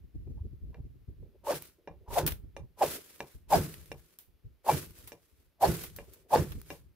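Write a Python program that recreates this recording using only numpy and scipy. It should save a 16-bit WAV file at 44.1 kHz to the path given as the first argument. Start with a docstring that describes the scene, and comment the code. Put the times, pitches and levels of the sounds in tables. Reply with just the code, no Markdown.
"""A steel blade scrapes down a ferro rod seven times, over a board on a pickup's tailgate, outdoors.
The edge chatters as it sticks and slips and rasps as it tears off chips; board and tailgate boom.
The shavings fizz and pop as they burn, and the blade clicks back onto the rod between strokes.
Hands scuff on the handle and the board, and wind buffets the microphone over a faint hush."""
import sys
import numpy as np
from scipy import signal
from scipy.fft import rfft, irfft, next_fast_len
from scipy.io import wavfile
from scipy.ndimage import uniform_filter1d

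SR = 44100
rng = np.random.default_rng(int(sys.argv[2]) if len(sys.argv) > 2 else 0)


def wrap_up_sound(samples):
    """Save the sound to the file named by the first command line argument, as 16-bit audio."""
    columns = np.atleast_2d(samples).T
    # keep every value between -1 and 1, then stretch to whole-number steps
    tamed = np.clip(columns, -1, 1)
    steps = np.round(tamed * 32767).astype(np.int16)
    wavfile.write(sys.argv[1], SR, steps)


N = 306495
TIME = np.arange(N) / SR


def amp(db):
    """Decibels to gain."""
    return 10 ** (np.asarray(db) / 20)


def unit(x):
    """Scale to rms 1."""
    return x / np.sqrt(np.mean(x ** 2))


def colour(x, points):
    """Causal EQ through (Hz, dB) points, built from its cepstrum."""
    size = next_fast_len(len(x) + 8192, real=True)
    hz, db = np.transpose(points)
    bin_hz = np.arange(size // 2 + 1) * SR / size
    log_gain = np.log(amp(np.interp(np.log(bin_hz + 1), np.log(hz), db)))
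    cepstrum = irfft(log_gain, size)
    cepstrum[1:size // 2] *= 2
    cepstrum[size // 2 + 1:] = 0
    return irfft(rfft(x, size) * np.exp(rfft(cepstrum)), size)[:len(x)]


def noise(points):
    """White noise through an EQ."""
    return colour(rng.standard_normal(N), points)


def wander(rate_hz):
    """Smooth, bounded random drift with rms 1."""
    knots = rng.uniform(-0.92, 1, N // 10)
    return unit(np.interp(TIME * rate_hz, np.arange(len(knots)), knots))


def grit(per_s, spread_db):
    """Random micro-fractures, most small and a few large."""
    sizes = amp(spread_db * np.minimum(rng.exponential(size=N), 5))
    return (rng.random(N) < per_s / SR) * sizes * rng.choice([-1, 1], N)


def sputter(per_s, spread_db, fall_s):
    """Envelope of tiny random bursts, each starting at once and dying quickly."""
    energy = grit(per_s, spread_db) ** 2 + 1e-18
    return np.sqrt(signal.lfilter([1], [1, -np.exp(-2 / (fall_s * SR))], energy))


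def steady(x, window_s):
    """Even out slow swells, so that an envelope alone sets the force."""
    return x / np.sqrt(uniform_filter1d(x ** 2, max(int(window_s * SR), 2)) + 1e-12)


def swell(at, rise_s, fall_s, round_s):
    """Exponential rise and fall with a rounded top."""
    lag = TIME - at
    return np.exp(-(np.hypot(lag, round_s) - round_s) / np.where(lag < 0, rise_s, fall_s))


def hold(at, rise_s, hold_s, fade_s, sag_db_per_s=0):
    """Envelope that builds to its peak, holds or sags, then fades."""
    lag = TIME - at
    attack = np.clip(1 + lag / rise_s, 0, 1) ** 2
    sustain = amp(-sag_db_per_s * np.clip(lag, 0, hold_s))
    return attack * sustain * np.exp(-np.maximum(lag - hold_s, 0) / fade_s)


def surge(at, rise_s, fall_s):
    """Envelope that builds to its peak and dies straight away."""
    return hold(at, rise_s, 0, fall_s)


def push(at, hz):
    """One smooth shove out and back."""
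    cycles = (TIME - at) * hz
    return np.sin(2 * np.pi * cycles) * np.exp(-2 * cycles ** 2)


# Tone of the open air. Each row: frequency in Hz, gain in dB.
AIR_EQ = [(25, 4.5), (400, 8.5), (800, -2.5), (2500, -4), (5000, -9), (8000, -17.5), (12500, -7),
          (16000, -11)]


def air(level_db=-76.5):
    """A faint, wide bed of outdoor hush."""
    centre = rng.standard_normal(N)
    sides = [unit(colour(centre + rng.standard_normal(N), AIR_EQ)) for _ in range(2)]
    return amp(level_db) * np.array(sides)


# Gusts on the microphone. Each row: peak time in seconds, level in dB, hold in seconds.
GUSTS = [(0.014, -56.5, 0.1), (0.156, -42, 0.27), (0.454, -47.5, 0.23), (0.639, -43.5, 0.066),
         (0.775, -50.5, 0.084), (0.908, -54, 0.082), (1.089, -45.5, 0.024), (1.172, -50, 0.058),
         (1.26, -66, 0.42), (1.913, -53.5, 0.073), (2.083, -51.5, 0.079), (2.239, -47, 0.14),
         (2.436, -53.5, 0.15), (2.595, -51, 0.054), (3.347, -56.5, 0.18), (3.687, -56.5, 0.29),
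         (4.284, -68.5, 0.05), (4.448, -51, 0.065), (4.875, -59.5, 0.16), (5.333, -63, 0.024),
         (5.816, -56.5, 0.3), (6.482, -47, 0.15), (6.719, -55.5, 0.15)]
# Their rumble. Each row: frequency in Hz, gain in dB.
GUST_EQ = [(20, -22), (45, 12), (70, 11.5), (130, 2), (220, -8.5), (400, -14), (600, -31), (1000, -52.5),
           (3000, -71.5)]
# Single buffets of air. Each row: centre in seconds, level in dB, pitch in Hz.
BUFFETS = [(0.417, -28, 75), (0.804, -32, 97), (1.112, -56, 69)]


def wind(flutter_db=4.5, side_db=-1, breeze_db=-79):
    """Gusts flutter on the microphone over a faint breeze, widest in the low end."""
    gusts = sum(amp(db) * hold(at, 0.02, length, fade_s=0.032, sag_db_per_s=19)
                for at, db, length in GUSTS)
    force = (amp(breeze_db) + gusts) * amp(flutter_db * wander(45))
    mid = force * steady(noise(GUST_EQ), window_s=0.063)
    mid += sum(amp(db) * push(at, hz) for at, db, hz in BUFFETS)
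    lows = noise([(20, -10.5), (55, -0.5), (120, -14.5), (400, -29), (1100, -64.5)])
    side = amp(side_db) * force * steady(lows, window_s=0.1)
    return np.array([mid + side, mid - side])


# Hands shift their grip and rub the board. Each row: time in seconds, level in dB, hold in seconds.
RUBS = [(0.268, -58.5, 0.011), (1.229, -61.5, 0.033), (1.297, -67.5, 0.066), (1.784, -72, 0.347),
        (2.946, -55, 0.042), (6.083, -67.5, 0.19)]
# Their dull tone. Each row: frequency in Hz, gain in dB.
RUB_EQ = [(120, -29), (380, 11), (580, -0.5), (1100, -22), (1500, -40), (2300, -28), (4000, -47)]


def rubs(uneven_db=4):
    """Skin and handle drag unevenly, with a low scuff."""
    force = sum(amp(db) * hold(at, 0.011, length, fade_s=0.0069) for at, db, length in RUBS)
    return force * amp(uneven_db * wander(90)) * unit(noise(RUB_EQ))


# Light skids along the rod. Each row: time in seconds, level in dB, hold in seconds.
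SKIDS = [(0.375, -68.5, 0.019), (0.731, -69.5, 0.018), (1.439, -54, 0.034), (1.471, -34.5, 0.0064),
         (2.065, -63.5, .014), (2.081, -48, 0.0034), (2.105, -44.5, 0.098), (2.777, -56, 0.037),
         (3.505, -41, 0.014), (4.646, -53, 0.018), (4.664, -39, 0.011), (5.612, -40, 0.014),
         (6.309, -42, 0.02)]
# The seven strokes, which also drive the boom, tearing and chatter. Each row: hardest bite in seconds,
# chatter level in dB, its rise and fall in seconds, slip rate in Hz, glide as a share of that rate,
# rasp level in dB, boom level in dB, boom delay in seconds.
STROKES = [(1.501, -26.5, 0.011, 0.0065, 550, -0.03, -32.5, -44, 0.034),
           (2.179, -23.5, .008, 0.0053, 727.7, -0.1, -31, -33, 0.069),
           (2.82, -20.5, 0.0022, 0.012, 814.7, -0.24, -29, -43, 0.04),
           (3.531, -18, 0.0043, 0.015, 825.8, -0.12, -27.5, -26, 0.058),
           (4.695, -17.5, 0.004, 0.0036, 851.2, .1, -30.5, -32.5, 0.056),
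           (5.636, -18, 0.005, 0.0073, 798.7, 0.14, -27.5, -27.5, 0.066),
           (6.341, -17.5, 0.0057, 0.007, 833.5, 0.15, -26, -27, 0.057)]
# Tone of the scraped tool and board. Each row: frequency in Hz, gain in dB.
RASP_EQ = [(100, -35.5), (260, -9.5), (380, 5.5), (570, 5), (720, -5.5), (900, -2), (1080, -10),
           (1330, -15.5), (1650, -9.5), (2000, -24.5), (2380, -25.5), (2700, -20.5), (4000, -26),
           (4500, -25), (5100, -22.5), (12000, -39)]


def rasp(delay_s=0.021, rise_s=0.045, fall_s=0.023):
    """Chips tear off the rod and shake the tool and the board; a light skid sounds duller."""
    stroke_force = sum(amp(db) * surge(at + delay_s, rise_s, fall_s) for at, *_, db, _, _ in STROKES)
    skid_force = sum(amp(db) * hold(at, 0.0065, length, fade_s=0.009) for at, db, length in SKIDS)
    chips = colour(grit(per_s=2100, spread_db=0.5), RASP_EQ)
    skid = colour(chips, [(500, -8.5), (950, 7.5), (1600, -9)])
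    return stroke_force * steady(chips, window_s=0.0027) + skid_force * steady(skid, window_s=0.026)


# Blade meets rod. Each row: start in seconds, level in dB, treble tilt in dB per octave, rattle in dB.
TAPS = [(.745, -54, -4, 0), (1.875, -41, -6.5, 2), (2.566, -42.5, 1.5, -2), (3.205, -36, 2, -6.5),
        (3.917, -39.5, 2.5, -8), (5.12, -46.5, 4.5, -3), (5.987, -43.5, -6, -3), (6.704, -40.5, 2.5, -4)]
# Ring of blade, rod and handle. Each row: pitch in Hz, level in dB, seconds to fall by 60 dB.
TOOL_MODES = [(341, -17, 0.1), (466, -5.5, 0.096), (574, 2, 0.033), (788, 8, 0.0087), (1055, 3, 0.01),
              (1720, 2, 0.022), (1980, 7.5, 0.0061), (2355, -2.5, 0.053), (2717, -0.5, 0.029),
              (3600, -5.5, 0.01), (5470, -0.5, 0.0065), (8600, -8, 0.007)]


def taps(rattle_s=0.026, tick_s=0.00099, detune=0.008):
    """The blade lands on the rod with a knock and rattles to rest, keeping the tool ringing."""
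    track, t = np.zeros(N), TIME[:SR // 5]
    for at, db, tilt_db, rattle_db in TAPS:
        tuning = 1 + detune * rng.standard_normal(len(TOOL_MODES))  # the grip shifts the modes
        ring = sum(amp(mode_db - 60 * t / t60) * np.sin(2 * np.pi * hz * shift * t)
                   for shift, (hz, mode_db, t60) in zip(tuning, TOOL_MODES))
        tick = rng.standard_normal(len(t)) * np.exp(-t / tick_s)
        knock = colour(ring + tick, [(100, -9), (330, 0), (6500, 0), (10000, -6)])
        rattle = rng.standard_normal(len(t)) * np.exp(-t / rattle_s)
        rattle *= amp(rattle_db) / np.linalg.norm(rattle)
        touches = colour(rattle, [(1000, 6), (1700, -10), (2400, -6.5), (3500, -7)])
        touches[0] += 1  # the first blow is brighter than the later, softer touches
        tap = signal.fftconvolve(touches, knock)[:len(t)]
        tap = colour(tap, [(2000, 0), (16000, 3 * tilt_db)])
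        tap *= amp(db) / np.std(tap[:SR // 100])
        start = int(at * SR)
        track[start:start + len(tap)] += tap[:N - start]
    return track


# Low body of the board and tailgate. Each row: frequency in Hz, gain in dB.
BOOM_EQ = [(25, -23.5), (77, -2.5), (94, -0.5), (115, -7.5), (155, 6), (240, -16), (340, -6), (480, -15.5),
           (750, -30), (1500, -30), (4000, -59)]


def boom(lead_s=0.037, fall_s=0.037, tail_db=-27, tail_s=0.18, thud_db=-13):
    """Each tap gives a small thud; each stroke booms in the board and rumbles on in the tailgate."""
    force = sum(amp(db + thud_db) * surge(at + 0.036, rise_s=0.053, fall_s=0.013) for at, db, *_ in TAPS)
    for at, *_, db, delay in STROKES:
        board = surge(at + delay, delay + lead_s, fall_s)
        tailgate = amp(tail_db) * surge(at + delay, delay + lead_s, tail_s)
        force += amp(db) * (board + tailgate)
    return force * steady(noise(BOOM_EQ), window_s=0.29)


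# Showers of burning shavings. Each row: full blaze in seconds, level in dB, then rise, hold and fade
# in seconds.
SHOWERS = [(1.488, -42.5, 0.055, 0.077, 0.031), (2.181, -37, 0.11, 0.011, 0.017),
           (2.841, -39.5, 0.079, 0.13, 0.014), (3.527, -37.5, 0.049, 0.051, 0.071),
           (4.698, -40, 0.069, 0.079, 0.053), (5.627, -39.5, 0.033, 0.22, 0.036),
           (6.339, -41, 0.061, 0.0036, 0.082)]
# Stray shavings that burn on. Each row: peak time in seconds, level in dB, burn in seconds.
EMBERS = [(1.64, -57, 0.021), (2.98, -56.5, 0.25), (3.289, -64, 0.052), (3.73, -61.5, 0.17),
          (3.99, -68, 0.16), (4.97, -60, 0.14), (5.23, -74, 0.085), (5.39, -76.5, 0.067),
          (5.98, -60, 0.022), (6.098, -66.5, 0.098), (6.5, -67.5, 0.1), (6.691, -58.5, 0.067)]


def burning():
    """How fiercely the shavings burn: a shower at each stroke, then stray embers."""
    showers = sum(amp(db) * hold(at, rise, length, fade, sag_db_per_s=38.5)
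                  for at, db, rise, length, fade in SHOWERS)
    embers = sum(amp(db) * hold(at, 0.084, length, fade_s=0.039, sag_db_per_s=28)
                 for at, db, length in EMBERS)
    return np.hypot(showers, embers)


# Hiss of the flame. Each row: frequency in Hz, gain in dB.
FIZZ_EQ = [(100, -4), (400, 11), (800, -5.5), (1300, 0.5), (1650, 0), (4000, -3), (7000, -4.5),
           (10000, -1.5), (12500, 0.5), (16000, -3.5)]


def fizz(flicker_db=1.7, crackle_db=-30, gate_db=-68):
    """Burning shavings hiss and flicker; they spread over the board, so the treble is wide."""
    blaze = burning()
    # the crackle dies more slowly than the hiss, so the tail of a shower sputters
    crackle = amp(crackle_db) * np.sqrt(blaze) * np.tanh(blaze / amp(gate_db))
    crackle *= sputter(per_s=70, spread_db=2.7, fall_s=0.0014)
    flame = np.hypot(blaze * amp(flicker_db * wander(110)), crackle)
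    side = colour(flame * unit(noise(FIZZ_EQ)), [(1500, -4), (5000, 0.8)])
    mid = flame * unit(noise(FIZZ_EQ))
    return np.array([mid + side, mid - side])


def tearing(tear_db=-42, delay_s=0.009, blaze_db=-9):
    """Flakes snap off under the edge with a bright, metallic grit, and crackle on while they burn."""
    bites = sum(surge(at + delay_s, rise_s=0.022, fall_s=0.01) for at, *_ in STROKES)
    force = amp(tear_db) * bites + amp(blaze_db) * burning()
    snaps = unit(sputter(per_s=170, spread_db=2, fall_s=0.001))
    sizzle = unit(noise([(800, -13.5), (2400, 4), (3400, -2.5), (4600, -1), (15000, -3)]))
    return force * snaps * sizzle


# Voice of the chattering edge. Each row: frequency in Hz, gain in dB.
CHATTER_EQ = [(150, -30.5), (400, -15.5), (570, 7.5), (870, -2.5), (1060, -1), (1300, -18.5), (1700, -31.5),
              (6000, -44.5)]


def chatter(jitter=0.045, sag=0.17, glide_s=0.025, rough_db=2.5, squeal_db=-22, firm_db=-26):
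    """The edge sticks and slips; the rate glides with the hand and sags as the blade leaves the rod."""
    rate_hz, force = np.full(N, 800.), np.zeros(N)
    for at, db, rise, fall, slip_hz, glide, *_ in STROKES:
        near = abs(TIME - at) < 0.3
        travel = np.tanh((TIME[near] - at) / glide_s)
        rate_hz[near] = slip_hz * (1 + glide * travel - sag * np.maximum(travel, 0) ** 2)
        # a light squeal leads into the hard bite
        squeal = amp(squeal_db) * swell(at, 0.01, fall, round_s=0.009)
        bite = swell(at, rise, fall, round_s=0.0088)
        force += amp(db) * (squeal + bite)
    # firm pressure locks the slips into step; a light touch lets them stumble
    stumble = 1 + 2 * np.exp(-force / amp(firm_db))
    cycles = np.cumsum(rate_hz * (1 + jitter * stumble * wander(600))) / SR
    slips = np.diff(np.floor(cycles), prepend=0) * amp(rough_db * stumble * wander(700))
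    return force * steady(colour(slips - slips.mean(), CHATTER_EQ), window_s=0.005)


# The edge catches and jumps off. Each row: time in seconds, level in dB, ring in Hz, decay in seconds.
CATCHES = [(1.509, -19, 1640, 0.00067), (2.173, -32.5, 1640, .0005), (2.186, -22.5, 3520, .0016),
           (2.839, -23, 2570, 0.00052), (3.545, -17.5, 4820, 0.0016), (3.555, -22.5, 4800, 0.0012),
           (3.556, -22, 1610, 0.0012), (4.697, -26.5, 2340, 0.022), (5.645, -20, 4440, 0.0015),
           (5.658, -20.5, 1677, 0.00082), (6.352, -19.5, 4480, 0.0017), (6.36, -11, 1600, 0.00034)]


def catches(jolt_hz=600, ring_db=-10):
    """A snagged edge lets go with a dull jolt and a short ring of the tool."""
    track = np.zeros(N)
    for at, db, hz, decay in CATCHES:
        ring = np.sin(2 * np.pi * hz * (TIME - at)) * swell(at, 0.00019, decay, round_s=0.00014)
        track += amp(db) * (push(at, jolt_hz) + amp(ring_db) * ring)
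    return track


# Bursting sparks. Each row: time in seconds, level in dB, decay in seconds, relative body in dB.
POPS = [(1.623, -39, 0.0017, -7), (1.655, -54, 0.0018, -11), (2.265, -24, 0.0087, -8),
        (2.276, -30, 0.013, 0.5), (2.307, -45, 0.029, -2), (2.321, -40.5, 0.003, 3.5),
        (3.741, -45.5, 0.0038, 5), (4.188, -41, 0.0011, -28), (4.191, -53.5, 0.035, -7),
        (4.862, -51, 0.001, -7), (4.908, -52, 0.0022, -2), (4.988, -49.5, 0.0022, -10),
        (5.075, -44.5, 0.015, -3), (5.769, -37.5, 0.0008, -10), (5.837, -39, 0.012, -1),
        (5.963, -39, 0.0052, -20), (6.136, -49, 0.008, -14), (6.52, -49, 0.0096, 7),
        (6.616, -45, 0.0014, -2)]
# Their bright spit. Each row: frequency in Hz, gain in dB.
SPIT_EQ = [(1500, -13), (5000, -4.5), (7500, -5), (10300, 1.5), (13000, 5.5)]


def pops(snap_db=12, pan_db=0.5):
    """A spark bursts with a sharp snap, a gritty spit and some midrange body, a little to the right."""
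    spit_force, body_force, snaps = np.zeros((3, N))
    for at, db, decay, body_db in POPS:
        burst = amp(db) * swell(at, 0.0004, decay, round_s=0.00023)
        spit_force += burst
        body_force += amp(body_db) * burst
        snaps[int(at * SR)] += amp(db + snap_db)
    sides = []
    for gain in amp([-pan_db, pan_db]):
        spit = spit_force * unit(grit(per_s=12000, spread_db=1.5))
        body = body_force * unit(grit(per_s=12000, spread_db=1.5))
        sides.append(gain * (colour(spit + snaps, SPIT_EQ) + colour(body, [(3500, 3), (8000, -14)])))
    return np.array(sides)


# Stereo width of the echoes. Each row: frequency in Hz, side gain in dB.
WIDTH_EQ = [(50, -15), (700, -9), (1300, -9.5), (2600, -3)]


def reflections(x, decay_s=0.011):
    """Early echoes off the board, hands and truck bed widen the sound."""
    t = TIME[:SR // 20]
    impulse = rng.standard_normal(len(t)) * np.exp(-t / decay_s)
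    echoes = signal.fftconvolve(x, impulse / np.linalg.norm(impulse))[:N]
    side = colour(echoes * wander(70), WIDTH_EQ)  # a quick random flutter keeps left and right balanced
    return np.array([x + side, x - side])


def scene():
    """Strokes, sparks and taps close by, in a light wind."""
    left, right = reflections(chatter() + rasp() + tearing() + catches() + boom() + taps() + rubs())
    left = np.roll(left, 2)  # the hands are a little to the right, so the left hears them later
    return np.array([left, right]) + fizz() + pops() + wind() + air()


def record(dry):
    """A steep low-pass trims the very top."""
    top_hz = 15600
    return signal.sosfilt(signal.ellip(10, 0.2, 70, top_hz, fs=SR, output="sos"), dry)


dry = scene()
out = record(dry)
wrap_up_sound(out)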